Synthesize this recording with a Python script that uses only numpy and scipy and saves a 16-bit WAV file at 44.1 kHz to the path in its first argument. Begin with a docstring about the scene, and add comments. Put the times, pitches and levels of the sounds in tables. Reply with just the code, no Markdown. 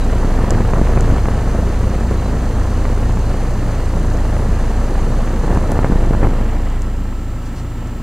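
"""Outdoors at a heat pump: the microphone is just above its fan grille, then beside the cabinet.
Blade pulses throb in harmonics, noise rushes at the grille, and lumpy rumble and eddy bursts buffet
the microphone until it leaves the stream. Underneath, the compressor hums in tones and droning noise
and hisses in noise with a fine comb. Steady sines whine; chirps squeak, ringing modes tick, and
shaped noise brushes twice near the end."""
import sys
import numpy as np
from scipy import signal
from scipy.fft import rfft, irfft, next_fast_len
from scipy.io import wavfile
from scipy.ndimage import uniform_filter1d, minimum_filter1d

SR = 44100
rng = np.random.default_rng(int(sys.argv[2]) if len(sys.argv) > 2 else 0)


def master(y):
    """Save y as 16-bit WAV."""
    cut = np.clip(np.atleast_2d(y).T, -1, 1)
    pcm = np.round(cut * 32767)  # scale
    wavfile.write(sys.argv[1], SR, pcm.astype(np.int16))


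N = 353858

BLADE_HZ, COMPRESSOR_HZ = 28.59, 58.83
LEAVES_S, LEAVING_S = 6.15, 0.21   # centre and time constant of the move beside the cabinet
CUTOFF_HZ = 15200
TIME = np.arange(N) / SR
FREQS = np.arange(N // 2 + 1) * SR / N


def from_db(db):
    """Decibels to amplitude."""
    return 10 ** (np.asarray(db) / 20)


def rms_one(x):
    """Scales a signal to rms 1."""
    return x / np.sqrt(np.mean(x ** 2) + 1e-20)


def in_time(rows):
    """Interpolates each column of a curve, sample by sample."""
    s, *columns = np.transpose(rows)
    return [np.interp(TIME, s, c) for c in columns]


def step(s, taking_s, height=1):
    """A smooth tanh rise from nothing to its height, centred on s."""
    return height * (.5 + .5 * np.tanh((TIME - s) / taking_s))


def swell(s, half_s):
    """A bell-shaped rise and fall of height 1."""
    return np.exp(-np.minimum(((TIME - s) / half_s) ** 2, 50))


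def coloured(x, spectrum):
    """Filters a signal with a spectrum joined on a log-frequency axis; rms 1."""
    size = next_fast_len(N)
    hz, db = np.transpose(spectrum)
    bins_hz = np.maximum(np.arange(size // 2 + 1) * SR / size, 1)
    gain = from_db(np.interp(np.log(bins_hz), np.log(hz), db))
    return rms_one(irfft(rfft(x, size) * gain, size)[..., :N])


def drift(rate_hz):
    """Low-passed chance with a spread of 1, made at every 40th sample."""
    r = np.exp(-80 * np.pi * rate_hz / SR)
    white = rng.standard_normal(N // 40 + 2002)
    slow = signal.lfilter([1], [1, -2 * r, r * r], white)[2000:]   # drops the settling
    return np.interp(np.arange(N) / 40, np.arange(len(slow)), rms_one(slow))


def tone(hz):
    """An rms 1 sine that starts anywhere in its cycle."""
    return np.sqrt(2) * np.sin(2 * np.pi * (hz * TIME + rng.random()))


def surge(turn, lag):
    """One short surge for each passing blade."""
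    return np.cos(turn + lag) + .6 * np.cos(2 * (turn + lag))


def heard_db(level_db, close_db, screen):
    """A source is louder while the microphone starts close to the wires, and fades once screened."""
    backs_off_s, backing_off_s = 1.6, 0.26
    return level_db + close_db * (1 - step(backs_off_s, backing_off_s)) - step(*screen)


def blades(turn, level_db, waver_db, wander, lag):
    """Each blade sends a pressure wave and a sharper edge pulse; uneven inflow shakes both."""
    # throb before level_db: (time [s], fundamental [dB], octave [dB], third harmonic [dB])
    throb = [(0.2, -13.5, -18.5, -38), (0.6, -14.5, -23.5, -31), (0.92, -14, -15, -23),
             (1.32, -15.5, -18.5, -25.5), (1.8, -20, -18.5, -21), (2.32, -20.5, -19.5, -27.5),
             (2.85, -16.5, -20, -20), (3.15, -16, -18.5, -28.5), (3.6, -17.5, -23.5, -28.5),
             (4.4, -15.5, -19, -23.5), (5.1, -14, -21.5, -30), (5.72, -17.5, -24.5, -27.5),
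             (6.0, -12, -18.5, -30), (6.6, -15, -23, -28), (7.1, -19.5, -24, -31.5),
             (7.55, -24.5, -28, -32.5), (7.9, -25, -28.5, -32)]
    # higher overtones: (multiple of blade rate, level against the octave [dB])
    orders = [(4, -9), (5, -20), (6, -24), (7, -20.5), (8, -25.5)]
    fundamental_db, octave_db, third_db = in_time(throb)
    edge = turn + lag + wander * drift(2.0)
    wave = from_db(fundamental_db) * np.cos(turn)
    wave = wave + from_db(octave_db) * np.cos(2 * edge)
    wave = wave + from_db(third_db) * np.cos(3 * edge)
    for k, db in orders:
        # the grille scatters the shortest waves
        scatter = 2 * np.pi * rng.random() * (round(k) > 4)
        overtone_db = octave_db + db + waver_db * drift(3)
        wave = wave + from_db(overtone_db) * np.cos(round(k) * edge + scatter)
    return np.sqrt(2) * from_db(level_db) * wave


def air_stream():
    """Strength in dB of the stream at the microphone: slow changes, gusts and the cabinet's screening."""
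    # slow strength before gusts and screening: (time [s], level [dB])
    strength = [(0.0, -25.5), (0.15, -22), (0.69, -22), (1.87, -23.5), (3.4, -25), (4.6, -23.5),
                (5.85, -23), (6.21, -23), (6.75, -28.5), (8.02, -33.5)]
    # gusts: (time [s], half length [s], rise [dB])
    gusts = [(.52, 0.099, 3), (0.772, 0.025, 3), (1.106, 0.064, 3.5), (5.523, 0.057, 4.5),
             (5.744, 0.054, 4), (5.932, 0.036, 1.5), (6.247, 0.03, 7), (6.313, 0.027, 3)]
    # cabinet screening: (time [s], time constant [s], loss [dB])
    wind_screen = (6.55, 0.25, 5)
    gust_db = sum(db * swell(s, half_s) for s, half_s, db in gusts)
    return in_time(strength)[0] + gust_db - step(*wind_screen)


def buffeting(turn, stream_db, level_db, lumpy_db, lumps_per_db, beat_db, sub_db):
    """Turbulence on the microphone: rumble whose upper part is lumpy, rougher in a stronger stream."""
    # turbulence colour: (frequency [Hz], relative density [dB per Hz])
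    buffet = [(6, 2), (14, 0.5), (42, 4), (70, 1.5), (100, 1.5), (125, -2), (170, -3), (250, -6),
              (330, -9.5), (500, -10.5), (750, -16), (1100, -20.5), (1800, -28), (2600, -56), (5000, -58.5)]
    excess_db = stream_db - np.median(stream_db)
    air = coloured(rng.standard_normal(N), buffet)
    band = signal.butter(2, [130, 1200], "band", fs=SR, output="sos")
    air /= np.std(signal.sosfilt(band, air))
    large = signal.sosfiltfilt(signal.butter(2, 220, fs=SR, output="sos"), air)
    depth_db = np.clip(lumpy_db + lumps_per_db * excess_db, 0, 4.5)
    chance = np.clip(drift(80), -2.5, 1.8)
    lumps = from_db(depth_db * chance + beat_db * surge(turn, lag=2.5))
    lumps /= np.sqrt(uniform_filter1d(lumps ** 2, size=6000))   # keeps the running level even
    return from_db(level_db + stream_db) * (from_db(sub_db) * large + lumps * (air - large))


def air_rush(turn, beat_db, flutter_db, apart):
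    """Air torn by the grille wires: noise swelling a little with each blade."""
    # cabinet screening: (time [s], time constant [s], loss [dB])
    rush_screen = (6.82, 0.084, 5.7)
    # rush colour: (frequency [Hz], relative density [dB per Hz])
    colour = [(150, -10.5), (420, 1.5), (550, -1.5), (740, 0), (1100, -2.5), (1450, -8.5), (1850, -6),
              (2400, -12.5), (2900, -14), (3500, -19.5), (6000, -31.5), (10000, -32.5), (15000, -46)]
    rush_db = heard_db(level_db=-34.0, close_db=2.0, screen=rush_screen)
    white = rng.standard_normal(N) + apart * rng.standard_normal((2, N))
    moving_db = rush_db + beat_db * surge(turn, lag=1.5) + flutter_db * drift(27)
    return from_db(moving_db) * coloured(white, colour)


def compressor_hiss(turn, hiss_db, repeating, beat_db, apart):
    """Gas hiss, part repeating with each stroke as a fine comb of lines; the blades chop it."""
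    # hiss colour: (frequency [Hz], relative density [dB per Hz])
    colour = [(2500, -34), (3500, -6), (4000, 1.5), (4500, 1), (5100, -3), (5900, -1), (6450, -1),
              (7100, -1), (7600, -5), (8600, -3), (9700, -10), (10200, -14.5), (11500, -13.5), (15000, -36)]
    period = SR / COMPRESSOR_HZ
    comb = np.zeros(N // 2 + 1, complex)
    lines = np.arange(1, int(period / 2)) * N / period
    comb[np.round(lines).astype(int)] = np.exp(2j * np.pi * rng.random(len(lines)))
    white = rng.standard_normal(N) + repeating * rms_one(irfft(comb, N))
    white = white + apart * rng.standard_normal((2, N))
    return from_db(hiss_db + beat_db * surge(turn, lag=-1.9)) * coloured(white, colour)


def whistles(hiss_db, waver_db):
    """Narrow pipe resonances in the hiss come and go, until the cabinet screens them."""
    # (centre [Hz], width [Hz], mean level against the hiss [dB], middle of fade-out [s])
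    resonances = [(4450, 220, -14, 5.9), (6400, 200, -9.5, 5.95), (10200, 250, -17, 6.45)]
    out = 0
    for hz, width_hz, db, until_s in resonances:
        band = signal.lfilter(*signal.iirpeak(hz, hz / width_hz, fs=SR), rng.standard_normal(N))
        band = signal.lfilter(*signal.iirpeak(hz, hz / width_hz / 2, fs=SR), band)
        level = from_db(hiss_db + db + waver_db * drift(3.1))
        out = out + level * (1 - step(until_s, LEAVING_S)) * rms_one(band)
    return out


def compressor_hum(beside, drone_db, waver_db):
    """The cabinet panels drone, and single tones change as the microphone moves round them."""
    # tones before wavering: (frequency [Hz], over the grille [dB], beside the cabinet [dB])
    hum = [(235.3, -39.5, -39.5), (352.9, -51, -47), (1765, -55.5, -64), (2706, -65, -72), (2764, -68, -69),
           (2882, -69, -72), (3882, -70, -78), (4471, -65.5, -80), (4942, -69, -78), (5001, -70, -80),
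           (5119, -71, -80), (6357, -64, -80), (6413, -66, -80), (8942, -73, -82), (9236, -74, -82)]
    # the two motor tones: (lower [Hz], upper [Hz])
    motor_hz = (1294, 1333)
    # they trade places as the microphone moves: (time [s], lower level [dB], upper level [dB])
    motor = [(0, -50, -57), (2.8, -52, -52), (4.1, -51, -59), (4.6, -57, -50.5), (6.3, -59, -54),
             (6.75, -60, -50), (6.97, -59, -48.5), (7.15, -52, -51), (7.45, -50.5, -51), (8.02, -53, -53)]
    # panel drone colour: (frequency [Hz], relative density [dB per Hz])
    cabinet = [(30, -12), (70, -1.5), (105, 1.5), (135, -3.5), (170, 0), (205, -3.5), (300, -3.5),
               (360, -18.5), (600, -37), (1500, -32), (2100, -43), (2900, -30.5), (4200, -46)]
    tones = 0
    for hz, over_db, side_db in hum:
        moving_db = over_db + (side_db - over_db) * beside + waver_db * drift(2.6)
        tones = tones + from_db(moving_db) * tone(hz)
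    singing = sum(from_db(db) * tone(hz) for hz, db in zip(motor_hz, in_time(motor)))
    drone = from_db(drone_db) * coloured(rng.standard_normal(N), cabinet)
    return tones + singing + drone


def electric_whine():
    """Steady thin electric tones, each a plain sine."""
    # (frequency [Hz], level [dB])
    lines = [(7143, -67), (7197, -67), (7440, -58), (7753, -74), (14880, -63)]
    return sum(from_db(db) * tone(hz) for hz, db in lines)


def squeaks():
    """Brief thin tones that swell and fade."""
    # (time [s], frequency [Hz], half length [s], level [dB])
    chirps = [(0.03, 3900, 0.02, -44.5), (2.19, 4020, .014, -46), (2.265, 4000, .017, -47)]
    return sum(from_db(db) * swell(s, half_s) * tone(hz) for s, hz, half_s, db in chirps)


def small_pops(stream_db, spread_db, count):
    """Weaker eddies come at random and grow with the stream; rows like those of strong eddies."""
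    pops_per_s, over_stream_db, swing_s, wake_s = 5, 3, 0.00039, 0.0084
    wait, strength = rng.random((count, 2)).T
    times = np.cumsum(-np.log(1 - wait)) / pops_per_s
    peaks_db = np.interp(times, TIME, stream_db) + over_stream_db + spread_db * (2 * strength - 1)
    return [(s, db, swing_s, db, wake_s) for s, db in zip(times, peaks_db)]


def swing(u):
    """Pressure goes up and then down, to a height of 1."""
    return -16 / 3 ** 1.5 * u / (1 + u * u) ** 2


def pops(stream_db, thump_s, wake_db, suction):
    """A bursting eddy swings pressure inside a slower thump that sucks more, and leaves a ragged wake."""
    # strong eddies before the low-pass:
    # (onset [s], swing peak [dB], swing time [s], thump [dB], wake decay [s])
    strong = [(0.2445, -13, 0.00047, -18, .004), (0.436, -12, 0.00067, -19, .018),
              (0.533, -13, .0006, -20, .014), (0.603, -9.5, 0.00064, -15, 0.0081),
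              (0.733, -6.5, 0.00038, -18, .005), (0.8125, -13, 0.00041, -4, 0.0034),
              (0.870, -16, .00025, -20, .003), (0.921, -23, .0005, -22, .008),
              (0.959, -13, 0.0004, -21, .005), (0.972, -9, 0.00033, -9, .014),
              (1.121, -17, .0007, -8, .008), (1.254, -12, .00024, -23, .003),
              (1.2825, -9, 0.00044, -18, 0.0035), (1.547, -14, 0.00055, -19, .008),
              (2.109, -14, 0.00068, -15, .005), (2.851, -14, 0.00034, -22, .004),
              (3.170, -14, .00045, -22, .005), (4.364, -15.5, 0.00048, -26, .004),
              (5.4425, -17, 0.00069, -17, .005), (5.503, -14, .00044, -25, .014),
              (5.719, -12, 0.00055, -13, 0.0066), (5.759, -19, 0.00057, -15, 0.0072),
              (5.788, -3, 0.00042, -6, 0.0038), (5.830, -17, 0.00035, -19, 0.0067),
              (5.843, -5.5, 0.00045, -9, 0.0065), (5.8975, -20, 0.00065, -5.5, .002),
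              (5.9195, -11, 0.00042, -12, 0.0056), (5.956, -20, .0006, -7, .007),
              (6.025, -15, 0.00067, -20, 0.0068), (6.107, -13, 0.00055, -7, 0.0046),
              (6.132, -16, .0003, -24, .01), (6.147, -12, 0.00044, -19, .004),
              (6.228, -6, 0.00049, -15, 0.01), (6.242, -13, .00048, -14, 0.013),
              (6.268, -12.5, 0.00031, -7, .004), (6.332, -15, .0006, -17, .004)]
    rise_s = 0.0025   # onset to middle of swing
    out, wake = np.zeros((2, N))
    for s, db, swing_s, thump_db, wake_s in list(strong) + small_pops(stream_db, spread_db=4, count=80):
        near = slice(*np.searchsorted(TIME, [s - .03, s + .06]))
        age = TIME[near] - s - rise_s
        thump = swing(age / thump_s)
        out[near] += from_db(db) * swing(age / swing_s)
        out[near] += from_db(thump_db) * (thump - suction * thump ** 2)
        wake[near] += from_db(db + wake_db) * (age > 0) * np.exp(-np.abs(age) / wake_s)
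    band = signal.butter(1, [200, 650], "band", fs=SR, output="sos")
    ragged = rms_one(signal.sosfilt(band, rng.standard_normal(N)))
    return signal.sosfilt(signal.butter(6, 2600, fs=SR, output="sos"), out + wake * ragged)


def ticks(ring_s, snap_s):
    """Tiny hard contacts, each a snap that sets the same few modes ringing briefly."""
    # (time [s], ring [dB], snap [dB])
    contacts = [(0.5062, -15, -24), (1.008, -21.5, -31), (5.5476, -32, -36), (5.718, -25, -21.5),
                (6.7005, -37, -50), (6.8195, -27, -35), (7.8735, -38, -48)]
    # ringing modes: (frequency [Hz], level against the ring [dB])
    mode_table = [(2800, -9), (3350, -15), (4650, -12), (5330, -5), (6650, 0), (7100, -2), (7950, -4),
                  (9200, -17), (9900, -19)]
    # snap colour: (frequency [Hz], relative density [dB per Hz])
    snap_colour = [(1500, -10), (4000, -7), (5200, -1), (8000, 0), (10300, 1.5), (11300, -8), (14000, -16)]
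    ring, snap = np.zeros((2, N))
    age = TIME[:SR // 20]
    modes = 0
    for k, (hz, db) in enumerate(mode_table):
        modes = modes + (-1) ** k * from_db(db) * np.sin(2 * np.pi * hz * age)
    for s, ring_db, snap_db in contacts:
        span = slice(round(s * SR), round(s * SR) + len(age))
        ring[span] += from_db(ring_db) * np.exp(-age / ring_s) * modes
        snap[span] += from_db(snap_db) * np.exp(-age / snap_s)
    return ring + snap * coloured(rng.standard_normal(N), snap_colour)


def brushes():
    """Soft, short rustles of shaped noise."""
    # (time [s], half length [s], level [dB])
    rustles = [(7.468, .02, -48), (7.587, .03, -45.5)]
    # colour: (frequency [Hz], relative density [dB per Hz])
    colour = [(1500, -3), (4000, -1), (6000, 0), (8000, -5), (10500, -12), (14000, -24)]
    level = sum(from_db(db) / (1 + ((TIME - s) / half_s) ** 4) for s, half_s, db in rustles)
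    return level * coloured(rng.standard_normal(N), colour)


def two_ports(x, shared_hz):
    """Treble reaches the left port one sample after the right; the bass presses on both alike."""
    half_sample = np.tan(np.pi * np.minimum(FREQS, CUTOFF_HZ) / SR)
    side = 1j * half_sample * FREQS / np.hypot(FREQS, shared_hz)
    return irfft(rfft(x) * np.array([1 - side, 1 + side]), N)


def scene():
    """Fan, air and compressor, all close to the microphone."""
    # cabinet screening of the hiss: (time [s], time constant [s], loss [dB])
    hiss_screen = (6.46, 0.56, 7.2)
    turn = 2 * np.pi * BLADE_HZ * TIME + 0.12 * drift(0.38)   # one cycle per blade
    beside = step(LEAVES_S, LEAVING_S)
    stream_db = air_stream()
    hiss_db = heard_db(level_db=-46.0, close_db=0.5, screen=hiss_screen)
    fan = blades(turn, level_db=-0.5, waver_db=3.5, wander=0.063, lag=1.796)
    wind = buffeting(turn, stream_db, level_db=-0.57, lumpy_db=2.3, lumps_per_db=.15,
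                     beat_db=0.75, sub_db=-0.5)
    rush = air_rush(turn, beat_db=1.33, flutter_db=0.9, apart=0.0028)
    hiss = compressor_hiss(turn, hiss_db, repeating=0.46, beat_db=1.4, apart=0.49)
    hiss = hiss + whistles(hiss_db, waver_db=1.6)
    hum = compressor_hum(beside, drone_db=-30.5, waver_db=2.5)
    bursts = pops(stream_db, thump_s=0.0017, wake_db=-13.5, suction=0.24)
    clicks = ticks(ring_s=.001, snap_s=.001)
    machine = fan + rush + hiss + hum + electric_whine()
    return two_ports(machine + wind + bursts + squeaks() + clicks + brushes(), shared_hz=1510)


def record(dry):
    """A fast look-ahead limiter turns down peaks over full scale, then the top is cut."""
    allowed = minimum_filter1d(1 / np.maximum(np.abs(dry).max(axis=0), 1), size=260)
    gain = uniform_filter1d(uniform_filter1d(allowed, size=130), size=130)
    top_cut = signal.ellip(10, .1, 90, CUTOFF_HZ, fs=SR, output="sos")
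    return signal.sosfilt(top_cut, gain * dry)


dry = scene()
out = record(dry)
master(out)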